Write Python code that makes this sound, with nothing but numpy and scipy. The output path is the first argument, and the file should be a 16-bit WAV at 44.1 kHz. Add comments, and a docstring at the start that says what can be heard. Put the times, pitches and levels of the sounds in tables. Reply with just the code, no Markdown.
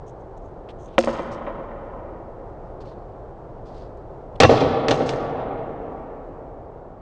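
"""Skateboard pop and drop in a hall

A skater stamps on the tail of his board: wood clacks on concrete and the board flips up, rattling.
He turns it, grip tape brushing his clothes, and drops it on its wheels to land hard and bounce twice.
A large roofed hall throws each blow back from roof and walls, over a long tail and a low traffic hum.
A limiter squashes the landing, so its first echoes sound almost as loud as the blow itself."""
import sys
import numpy as np
from scipy import signal
from scipy.fft import rfft, irfft
from scipy.io import wavfile
from scipy.ndimage import uniform_filter1d, minimum_filter1d

SR = 44100
rng = np.random.default_rng(int(sys.argv[2]) if len(sys.argv) > 2 else 0)


def inscribe(sig):
    """Save sig as 16-bit PCM at rate SR to the path in sys.argv[1].

    A 1-D sig is mono; a 2-D sig holds one channel per row.
    Samples are clipped to [-1, 1] before scaling.
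    """
    pcm = np.round(np.clip(np.atleast_2d(sig).T, -1, 1) * 32767)
    wavfile.write(sys.argv[1], SR, pcm.astype(np.int16))


N = 309141
T = np.arange(N) / SR
BLOW_T = T[:SR // 2]
FIRST_HALF = BLOW_T < BLOW_T[-1] / 2  # gate that cuts the wrap-around of an FFT-shaped burst

# modes of the wooden deck: f/Hz, level/dB, t60/s
DECK_MODES = [(235.8, -15, 0.22), (338, -11, 0.078), (363, -20, 0.2), (445, -14.5, 0.056),
              (537.7, -3, 0.073), (601, -13.5, 0.082), (705, -10.5, 0.063), (950, -27.5, .03),
              (1375, -15, 0.026), (2040, -18, 0.027), (2350, -22.5, 0.0087), (2630, -19, .035)]


def undb(db):
    """Decibels to gain."""
    return 10 ** (np.asarray(db) / 20)


def unit(x):
    """Scale to rms 1."""
    return x / np.sqrt(np.mean(x ** 2))


def fade(t, t60):
    """Exponential decay, 60 dB down after t60."""
    return np.exp(-np.log(1000) * t / t60)


def add(out, start, x):
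    """Mix x into out from start, in seconds."""
    i = max(int(start * SR), 0)
    out[i:i + len(x)] += x[:N - i]


def lowpass(x, hz, order=2):
    """Smooth roll-off above hz."""
    return signal.sosfilt(signal.butter(order, min(hz, SR / 2 - 1), fs=SR, output="sos"), x)


def on_log_axis(hz, points, values):
    """Join points by straight lines over log frequency."""
    return np.interp(np.log(np.maximum(hz, 1)), np.log(points), values)


def eq_curve(colour, size):
    """Gain per FFT bin for a colour given as f/Hz, level/dB points."""
    return undb(on_log_axis(np.fft.rfftfreq(size, 1 / SR), *np.transpose(colour)))


def noise(colour):
    """A bed of coloured noise at rms 1."""
    return unit(irfft(rfft(rng.standard_normal(N)) * eq_curve(colour, N), N))


def drift(rate):
    """Random wander with a spread near 1 and rate new values a second."""
    steps = rng.standard_normal(int(N / SR * rate) + 2)
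    return np.interp(T * rate, np.arange(len(steps)), steps)


def traffic_hum(level_db=-37.5, flutter_db=0.45, ease_from_s=5.87, ease_db_per_s=3):
    """Distant traffic blurred by the hall, steady until it eases off."""
    # colour of the hum: f/Hz, level/dB
    colour = [(13, -37.5), (22, -0.5), (44, -3.5), (81, -9.5), (119, -8), (228, -17.5), (316, -14),
              (358, -10), (608, -11.5), (672, -11.5), (842, -16), (1390, -30.5), (2480, -49.5), (6290, -61),
              (8950, -67.5), (11600, -96), (19700, -120)]
    eased_db = ease_db_per_s * np.maximum(T - ease_from_s, 0)
    return noise(colour) * undb(level_db - eased_db + flutter_db * drift(rate=23))


def sole_creaks(slip_db=4, slip_rate=250):
    """Rubber soles stick and slip on the deck as the weight shifts: a thin, uneven crackle."""
    # shifts of weight: t/s, length/s, level/dB
    shifts = [(.06, 0.057, -60), (0.198, 0.026, -73), (.364, .025, -66), (0.413, 0.086, -72),
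              (.78, .12, -63)]
    # colour of a creak: f/Hz, level/dB
    colour = [(2000, -16), (3500, -2), (4800, -15.5), (6300, 5.5), (7600, -6.5), (9000, -13), (11000, -28)]
    pressure = sum(undb(db) * np.sin(np.pi * np.clip((T - start) / length, 0, 1))
                   for start, length, db in shifts)
    return pressure * unit(noise(colour) * undb(slip_db * drift(slip_rate)))


def scuffs(grain_db=3, grit_rate=900, top_db=-22, body_db=-4.0):
    """Rough surfaces catch and slip in tiny grains; each rub starts fast and dies away."""
    # grip tape, shoes and cloth rubbing: t/s, length/s, level/dB, centre/Hz
    rubs = [(0.686, 0.027, -52, 3300), (0.865, 0.19, -64.5, 3540), (1.312, 0.044, -55.5, 5864),
            (2.802, 0.04, -59.5, 4430), (2.839, 0.1, -62.5, 4400), (3.65, 0.1, -64.5, 4700),
            (3.733, .13, -62, 4640), (3.97, 0.0075, -66, 7000), (4.356, 0.0089, -52.5, 3800)]
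    out = np.zeros(N)
    grains = undb(grain_db * drift(grit_rate) + 1.5 * drift(rate=110))
    for start, length, db, hz in rubs:
        colour = [(hz / 8, 4 * body_db), (hz / 2, body_db), (hz, 0),
                  (hz * 1.14, top_db / 4), (hz * 2, top_db)]
        age = np.maximum(T - start, 0) / length
        envelope = np.minimum(age / 0.1, 1) * np.exp(-age ** 3)
        out += undb(db) * grains * noise(colour) * envelope
    return out


def ring(modes, detune, damping=1):
    """Struck modes, neighbours in opposite phase; the load of each blow retunes and damps them."""
    shifts = 1 + detune * rng.standard_normal(len(modes))
    return sum((-1) ** k * undb(db) * fade(BLOW_T, t60 / damping)
               * np.sin(2 * np.pi * hz * shifts[k] * BLOW_T)
               for k, (hz, db, t60) in enumerate(modes))


def crack(colour, snap_t60, rattle_db, rattle_t60):
    """The contact itself: a sharp, unpitched snap, then the dense, weaker ring of plies and hardware."""
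    decay = fade(BLOW_T, snap_t60) + undb(rattle_db) * fade(BLOW_T, rattle_t60)
    size, strength = len(decay), np.linalg.norm(decay)
    burst = rfft(rng.standard_normal(size) * decay)
    # so many modes overlap that the timing is random but the spectrum is smooth
    flattened = burst / np.hypot(np.abs(burst), strength / 2)
    snap = irfft(eq_curve(colour, size) * flattened, size) * FIRST_HALF
    return snap * strength / np.linalg.norm(snap)


def tail_knocks():
    """Bare wood on concrete: only the deck rings, and soft contacts are duller. Returns ring, crack."""
    # the tail strikes, chatters and taps once more: t/s, ring/dB, crack/dB, contact cut-off/Hz
    knocks = [(0.9812, -5, -1.5, 3100), (0.9869, -6, -19, 8246), (1.009, -31.5, -28.5, 6920),
              (1.0382, -16.5, -20.5, 2800), (1.0449, -36, -29, 9000)]
    # colour of the crack of wood on concrete: f/Hz, level/dB
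    colour = [(70, -25.5), (150, 3), (260, -4), (700, 10), (1150, 2.5), (1500, -1), (2700, -2.5),
              (3800, -4.5), (9000, -8.5), (12000, -32)]
    rings, cracks = np.zeros((2, N))
    for start, ring_db, crack_db, contact_hz in knocks:
        snap = undb(crack_db) * crack(colour, snap_t60=0.019, rattle_db=-23.5, rattle_t60=0.02)
        deck = undb(ring_db) * ring(DECK_MODES, detune=0.0088)
        add(rings, start, lowpass(deck, contact_hz, order=3))
        add(cracks, start, lowpass(snap, contact_hz, order=4))
    return rings, cracks


def hardware_rattles(tick_rate=900, scatter_db=4):
    """Loose bearings and washers tick at random as the board leaves the floor, ever more softly."""
    # jolts that set them rattling: t/s, level/dB, t60/s
    jolts = [(0.99, -42, 0.8), (4.885, -41, 0.62), (5.06, -44, 0.49)]
    # colour of a tick: f/Hz, level/dB
    colour = [(800, -20), (2500, 2.5), (4500, 2.5), (6500, 0.5), (9000, -12.5), (11000, -33)]
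    hits = rng.random(N) < tick_rate / SR
    strengths = undb(scatter_db * np.clip(rng.standard_normal(N), -2, 2))
    tick = crack(colour, snap_t60=0.01, rattle_db=-13.5, rattle_t60=0.033)
    shaking = sum(undb(db) * (T > start) * fade(np.maximum(T - start, 0), t60)
                  for start, db, t60 in jolts)
    return shaking * unit(signal.fftconvolve(hits * strengths, tick)[:N])


def wheel_landings(detune=0.03, truck_db=-5.5, thump_db=-8, crack_db_per_octave=10.5):
    """Each wheel contact thumps, shakes the trucks and rings the deck. Returns ring, crack."""
    # wheels meet the floor in the landing and two rebounds: t/s, strength/dB, contact cut-off/Hz
    contacts = [(4.4021, -4.5, 8350), (4.4053, -0.5, 4700), (4.41, -0.5, 3100), (4.422, -3, 3530),
                (4.4334, 2, 3650), (4.443, -2, 1600), (4.449, -1.5, 2380), (4.8833, -14.5, 5430),
                (4.9091, -14.5, 5500), (4.9134, -16.5, 5870), (4.926, -17.5, 3147), (5.0915, -25, 7000),
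                (5.135, -17.5, 1100)]
    # modes of the metal trucks and axles: f/Hz, level/dB, t60/s
    truck_modes = [(288, -8, 0.16), (410.7, -20, 0.17), (759.6, -2, .11), (1098, -12, 0.3),
                   (1328, -3.5, 0.032), (1525, -23, .13), (1663, -11, 0.08), (1836.6, -5, 0.052),
                   (2375, -22.5, .12), (2475, -14.5, .09), (2740, -16, 0.29), (3190, -24, 0.19),
                   (3500, -9, 0.097), (4170, -13, 0.12), (4620, -17.5, 0.1), (4350, -23, 0.14),
                   (5390, -20, 0.066), (5850, -22, 0.42)]
    # the board bobbing on its rubber wheels and bushings: f/Hz, level/dB, t60/s
    wheel_modes = [(86, -7, 0.16), (110.4, -1.5, 0.098), (158, -7.5, 0.15)]
    # colour of the crack of wheels and hardware: f/Hz, level/dB
    colour = [(60, -30.5), (250, 11.5), (700, 12), (1100, -5), (1800, -3.5), (2800, 0.5), (5000, -4.5),
              (7000, -10.5), (9000, -19), (12000, -35)]
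    damping = 1.7  # on its wheels the board rings this many times shorter than in the air
    rings, cracks = np.zeros((2, N))
    for start, db, contact_hz in contacts:
        deck = ring(DECK_MODES, detune, damping)
        trucks = undb(truck_db) * ring(truck_modes, detune, damping)
        thump = undb(thump_db) * ring(wheel_modes, detune)
        crack_db = -1.5 + crack_db_per_octave * np.log2(contact_hz / 4200)  # harder hits crack more
        snap = undb(crack_db) * crack(colour, snap_t60=0.022, rattle_db=-17.0, rattle_t60=0.17)
        add(rings, start, undb(db) * lowpass(deck + trucks + thump, contact_hz))
        add(cracks, start, undb(db) * lowpass(snap, contact_hz))
    return rings, cracks


def echo(smear_t60, hz):
    """A reflection from a ribbed surface: spread in time, even in colour, duller above hz."""
    scatter = rfft(rng.standard_normal(len(BLOW_T)) * fade(BLOW_T, smear_t60))
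    even = irfft(scatter / np.abs(scatter), len(BLOW_T)) * FIRST_HALF
    return lowpass(even / np.linalg.norm(even), hz)


def hall(send, build_s=0.027, patchy_db=1.5, early_db=-7):
    """A diffuse tail whose treble dies first, with dull, smeared echoes from the big surfaces."""
    # the hall's reverb tail: f/Hz, level/dB, t60/s
    reverb = [(55, -21, 2.2), (128, 4.5, 3.6), (268, -2, 5.5), (524, -2.5, 4.9), (786, -3.5, 5.47),
              (1320, -1.5, 4.05), (2430, -16, 3.24), (4170, -8.5, 0.89), (8460, -18.5, 0.65)]
    # echoes from roof, beams and far wall: delay/s, level/dB, smear t60/s, cut-off/Hz
    echoes = [(0.092, -6.5, .018, 1100), (.109, -11, 0.018, 1100), (0.172, -23, .04, 4000),
              (0.205, -24, 0.033, 5000), (.212, -10, .015, 850), (.342, -24.5, .05, 1404),
              (.483, -17, 0.13, 1800), (.6, -17.5, 0.077, 800)]
    points, dbs, t60s = np.transpose(reverb)
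    freqs = np.fft.rfftfreq(N, 1 / SR)
    centres = np.geomspace(50, 10000, 16)
    before_roof = T < echoes[0][0]  # the tail stays thin until the sound is back from the roof
    wash = rfft(rng.standard_normal(N) * undb(patchy_db * drift(rate=90) + early_db * before_roof))
    response = np.zeros(N)
    for hz, share in zip(centres, np.eye(len(centres))):
        band = irfft(wash * on_log_axis(freqs, centres, share), N)
        decay = fade(T, on_log_axis(hz, points, t60s)) * (1 - np.exp(-T / build_s))
        response += undb(on_log_axis(hz, points, dbs)) * band * decay / np.linalg.norm(decay)
    for delay, db, smear_t60, hz in echoes:
        add(response, delay, undb(db) * echo(smear_t60, hz))
    return signal.fftconvolve(send, response)[:N]


def scene():
    """The board, the hall and the hum in mono; cracks spread all round and feed the hall most."""
    tail_ring, tail_crack = tail_knocks()
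    drop_ring, drop_crack = wheel_landings()
    handling = scuffs() + sole_creaks() + hardware_rattles()
    stems = np.array([tail_ring, tail_crack, drop_ring, drop_crack, handling])
    sends_db = [-5.5, -1.0, -5.5, -0.5, -4]  # one reverb send per stem
    return (stems.sum(axis=0) + hall(undb(sends_db) @ stems) + traffic_hum())[None]


def record(dry):
    """A limiter holds peaks at full scale and ducks briefly after the hardest; the top is cut off."""
    duck_above_db, release_db_per_s, top_hz = 3.5, 190, 9200
    over_db = 20 * np.log10(np.maximum(np.abs(dry) / undb(duck_above_db), 1))
    recovery_db = release_db_per_s * T
    duck = undb(recovery_db - np.maximum.accumulate(over_db + recovery_db, axis=-1))
    gain = np.minimum(duck, 1 / np.maximum(np.abs(dry), 1))
    gain = uniform_filter1d(minimum_filter1d(gain, size=21), size=21)  # ease in just ahead of a peak
    high_cut = signal.ellip(10, 0.2, 70, top_hz, fs=SR, output="sos")
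    return signal.sosfilt(high_cut, dry * gain)


dry = scene()
out = record(dry)
inscribe(out)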